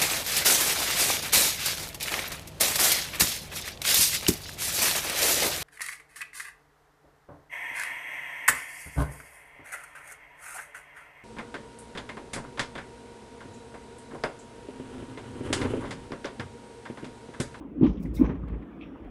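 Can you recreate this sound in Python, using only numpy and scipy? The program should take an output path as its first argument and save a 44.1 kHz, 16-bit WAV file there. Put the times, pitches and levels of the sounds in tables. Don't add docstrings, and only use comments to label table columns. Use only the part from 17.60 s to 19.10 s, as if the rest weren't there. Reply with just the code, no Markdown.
import sys
import numpy as np
from scipy import signal
from scipy.io import wavfile
from scipy.ndimage import uniform_filter1d

SR = 44100
rng = np.random.default_rng(int(sys.argv[2]) if len(sys.argv) > 2 else 0)


def to_wav(s):
    ch = np.atleast_2d(s).T
    pcm = np.round(np.clip(ch, -1, 1) * 32767)
    wavfile.write(sys.argv[1], SR, pcm.astype(np.int16))


N = 66150

# time_s, rumble_db, roar_db (the upper part)
ROLLING_LEVELS = [(0.0, -45.5, -59), (0.162, -40, -62), (0.35, -38.5, -62), (0.568, -40, -57.5),
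                  (0.792, -42.5, -57.5), (0.94, -45, -58), (1.148, -44.5, -55.5), (1.5, -45, -56)]


def amp(db):
    return 10 ** (np.asarray(db) / 20)


def evened(x):
    return x / np.sqrt(np.mean(x ** 2) + 1e-20)


def curve(table, column):
    rows = np.array(table)
    return np.interp(np.arange(N) / SR, rows[:, 0], rows[:, column])


def add(mix, start_s, sound):
    part = mix[round(start_s * SR):][:len(sound)]
    part += sound[:len(part)]


def noise(spectrum, patchy_db):
    hz = np.fft.rfftfreq(2048, 1 / SR)
    real, imaginary, patches = rng.standard_normal((N // 512 + 5, 1025, 3)).T
    patches = uniform_filter1d(patches, size=10, axis=0)
    patches = evened(uniform_filter1d(patches, size=4, axis=1))
    table_hz, level_db = np.transpose(spectrum)
    colour_db = np.interp(np.log(hz + 1), np.log(table_hz + 1), level_db, left=-90, right=-90)
    frames = (real + 1j * imaginary) * amp(colour_db[:, None] + patchy_db * patches)
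    return evened(signal.istft(frames, nperseg=2048, noverlap=1536)[1][:N])


def band(x, hz, width_hz):
    turn = np.exp(2j * np.pi * hz * np.arange(len(x)) / SR)
    r = np.exp(-2 * np.pi * width_hz / SR)
    two_stages = [(1 - r) ** 2, 0, 0, 1, -2 * r, r * r]
    smooth = signal.sosfilt([two_stages] * 2, x / turn)
    return 2 * (turn * smooth).real


def swells(rows):
    t = np.arange(N) / SR
    total = np.zeros(N)
    for peak_s, db, rise_s, t60_s in rows:
        swell = np.exp(-.5 * ((t - peak_s) / rise_s) ** 2)
        fade = amp(-60 * np.maximum(t - peak_s, 0) / t60_s)
        total += amp(db) * np.where(t < peak_s, swell, fade)
    return total


def rolling():
    # (per Hz, relative)
    rumble_colour = [(18, -44), (30, -19.5), (54, -10), (130, -12.5), (203, 1), (317, 2.5), (387, -9),
                     (413, -9.5), (538, -15.5), (700, -30.5), (910, -51.5), (1540, -120)]
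    roar_colour = [(240, -34), (400, -2), (640, -7.5), (791, -17.5), (1170, -13), (1310, -15), (1590, -19),
                   (3450, -27.5), (4130, -44), (15000, -56)]
    rumble = amp(curve(ROLLING_LEVELS, column=1)) * noise(rumble_colour, patchy_db=1.5)
    roar = amp(curve(ROLLING_LEVELS, column=2)) * noise(roar_colour, patchy_db=2.2)
    return rumble + roar


def hum():
    # time_s, level_db
    hum_levels = [(0.0, -49.5), (0.086, -60.5), (0.312, -27.5), (0.35, -55.5), (0.376, -36), (0.4, -47.5),
                  (0.48, -32.5), (0.61, -34), (0.65, -26), (0.692, -43.5), (0.71, -39), (0.76, -38.5),
                  (0.848, -35.5), (0.88, -40), (0.926, -31.5), (0.98, -33), (1.076, -68), (1.14, -50),
                  (1.178, -68), (1.232, -51.5), (1.356, -52.5), (1.386, -70), (1.424, -40), (1.5, -59)]
    # multiple of the hum pitch, level_db relative to the lowest tone
    overtones = [(2, -17.5), (3, -14)]
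    pitch_hz, waver, roughness = 55.25, 0.023, 0.45
    drift = evened(uniform_filter1d(rng.standard_normal(N), size=3000))
    phase = 2 * np.pi * np.cumsum(pitch_hz * (1 + waver * drift)) / SR
    tone = np.cos(phase)
    for multiple, db in overtones:
        tone += amp(db) * np.cos(multiple * phase)
    rough = evened(band(rng.standard_normal(N), hz=62, width_hz=72))
    return amp(curve(hum_levels, column=1)) * (np.sqrt(2) * tone + roughness * rough)


def grit():
    low_hz, high_hz, tilt_db_per_octave = 701.4, 2997, -8
    ticks_per_s, rise_s, t60_s, spread_db = 500, 0.0037, .045, 2.5
    below_roar_db = -4.5
    out, t = np.zeros(N), np.arange(SR // 8) / SR
    pitches = np.geomspace(low_hz, high_hz, num=40)
    for hz in pitches:
        hits = rng.random(N) < ticks_per_s / len(pitches) / SR
        ticks = hits * amp(spread_db * np.minimum(rng.exponential(1, N), 3))
        fade = amp(tilt_db_per_octave * np.log2(hz / low_hz) - 60 * t / t60_s)
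        ring = np.sin(2 * np.pi * hz * t) * (1 - np.exp(-t / rise_s)) * fade
        out += signal.oaconvolve(ticks, ring)[:N]
    return amp(curve(ROLLING_LEVELS, column=2) + below_roar_db) * evened(out)


def puffs():
    # peak_s, level_db, rise_s, t60_s (time to fall 60 dB), treble_db (change above the corner)
    air_puffs = [(0.407, -69.5, 0.0055, 0.086, -3), (0.437, -56.5, 0.008, 0.049, -7),
                 (0.455, -63.5, 0.0013, 0.18, -21.5), (0.557, -51.5, 0.0095, 0.18, -4),
                 (.575, -89, 0.0047, 0.17, 3.5), (.6, -71, 0.0058, 0.17, 5.5),
                 (0.886, -66.5, .001, .02, -6)]
    # (per Hz, relative)
    air_colour = [(1470, -14), (2500, 14), (3050, 2), (3450, 4.5), (4810, 11), (5650, 9), (12000, 10),
                  (15700, 15)]
    corner_hz = 10100
    air = noise(air_colour, patchy_db=1.5)
    low = signal.sosfiltfilt(signal.butter(2, corner_hz, fs=SR, output="sos"), air)
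    treble = air - low
    low_rows = [row[:4] for row in air_puffs]
    treble_rows = [(s, db + treble_db, rise, t60) for s, db, rise, t60, treble_db in air_puffs]
    return low * swells(low_rows) + treble * swells(treble_rows)


def rattles():
    # start_s, level_db (before rise and fade), centre_hz, width_hz, t60_s (time to fall 60 dB)
    panels = [(.232, -43, 980, 500, 0.18), (.262, -66, 5500, 1500, 0.52), (.23, -47, 2820, 1580, 0.28),
              (0.261, -41, 1817, 2000, 0.1), (0.371, -51.5, 3100, 700, 0.073),
              (.453, -44.5, 1950, 700, 0.062), (.385, -58.5, 2300, 500, 0.14),
              (0.571, -44.5, 2150, 300, 0.086), (.56, -53, 3700, 500, 0.14), (0.558, -60, 5600, 600, 0.25),
              (.59, -52.5, 2440, 300, 0.13), (.612, -50, 2350, 420, 0.17), (.643, -39, 1610, 1500, 0.13),
              (0.638, -64.5, 5900, 800, .3), (.692, -41.5, 1500, 1300, 0.14),
              (.752, -50, 1640, 1200, 0.073), (0.828, -50, 1200, 500, 0.11), (0.876, -53, 1550, 1800, 0.15),
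              (0.927, -54, 1030, 900, 0.36), (.925, -58, 2000, 900, 0.24), (1.02, -49, 1670, 1500, 0.062),
              (1.209, -47, 2480, 410, 0.2), (1.207, -53.5, 3200, 700, 0.21), (1.21, -79, 5550, 500, 0.8),
              (1.2, -61, 2840, 1200, 0.31), (1.349, -47, 1070, 500, 0.12), (1.447, -45.5, 590, 420, 0.086),
              (1.44, -56.5, 1900, 1160, 0.17), (0.0054, -51, 900, 380, 0.37)]
    rise_s, clatter_db = .004, 2
    out, t = np.zeros(N), np.arange(SR // 3) / SR
    for start_s, db, hz, width_hz, t60_s in panels:
        white, lumps = rng.standard_normal((2, len(t)))
        taps = white * amp(clatter_db * evened(uniform_filter1d(lumps, size=120)))
        ringing = evened(band(taps, hz, width_hz))
        add(out, start_s, ringing * (1 - np.exp(-t / rise_s)) * amp(db - 60 * t / t60_s))
    return out


def shudders():
    # peak_s, level_db, rise_s, t60_s (time to fall 60 dB)
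    shakes = [(.245, -23, 0.019, 0.17), (.3, -38, .015, 0.47), (.45, -43.5, 0.014, 0.24),
              (.64, -27, 0.029, 0.33), (.7, -33, 0.0088, 0.21), (.76, -43.5, 0.0085, 0.2),
              (.9, -40, 0.013, 0.66)]
    # (per Hz, relative)
    shake_colour = [(60, -26), (100, 0.5), (170, 4), (330, -1.5), (500, -6.5), (700, -18), (1100, -17),
                    (1500, -35), (2500, -36), (3800, -47.5), (6000, -66.5), (7500, -80.5)]
    return swells(shakes) * noise(shake_colour, patchy_db=1.24)


def knocks():
    # peak_s, peak_db, pitch_hz, swell_s
    floor_knocks = [(.055, -35, 293, 0.003), (.183, -29.5, 300, 0.012), (0.195, -25, 268, 0.0071),
                    (0.214, -11, 301, 0.0023), (.226, -13.5, 168, .003), (.233, -6, 288, 0.0021),
                    (.246, -11.5, 261.7, 0.0046), (0.261, -13.5, 306, 0.0049), (0.278, -14, 217, 0.0017),
                    (.302, -21, 173.6, 0.0069), (0.38, -27, 211, 0.0031), (.403, -23.5, 201, 0.0037),
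                    (.414, -26.5, 231, 0.003), (0.45, -31, 167.7, 0.011), (0.459, -26.5, 245.4, 0.0075),
                    (0.491, -34, 156, .008), (.572, -30.5, 131.7, 0.0038), (0.601, -14.5, 259, 0.0046),
                    (.617, -7, 272.7, 0.0041), (0.636, -11.5, 177.5, 0.001), (0.676, -22.5, 269, 0.0033),
                    (0.696, -25.5, 185.2, 0.0024), (0.717, -31, 240, 0.0093), (0.746, -29, 276, 0.0079),
                    (.735, -34, 88.6, 0.012), (.765, -33.5, 171, .008), (.838, -23.5, 110, 0.0024),
                    (0.908, -39, 124, 0.0026), (1.439, -40, 44.6, 0.029), (1.49, -40, 47.99, 0.023)]
    fall = 1.175
    out, t = np.zeros(N), np.arange(-.04, .06, 1 / SR)
    for peak_s, db, hz, swell_s in floor_knocks:
        width_s = swell_s * np.where(t < 0, 1, fall)
        shape = np.exp(-.5 * (t / width_s) ** 2)
        add(out, peak_s + t[0], amp(db) * shape * np.cos(2 * np.pi * hz * t))
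    return out


def scene():
    background = rolling() + hum() + grit()
    return (background + puffs() + rattles() + shudders() + knocks())[None]


def record(dry):
    hiss_db, bass_hz, treble_limit_hz = -88, 34.8, 15850
    wet = dry + amp(hiss_db) * rng.standard_normal(dry.shape)
    wet = signal.sosfilt(signal.butter(4, bass_hz, "high", fs=SR, output="sos"), wet)
    treble_limit = signal.firwin(1023, treble_limit_hz, window=("kaiser", 9), fs=SR)
    return signal.oaconvolve(wet, treble_limit[None], "same")


dry = scene()
out = record(dry)
to_wav(out)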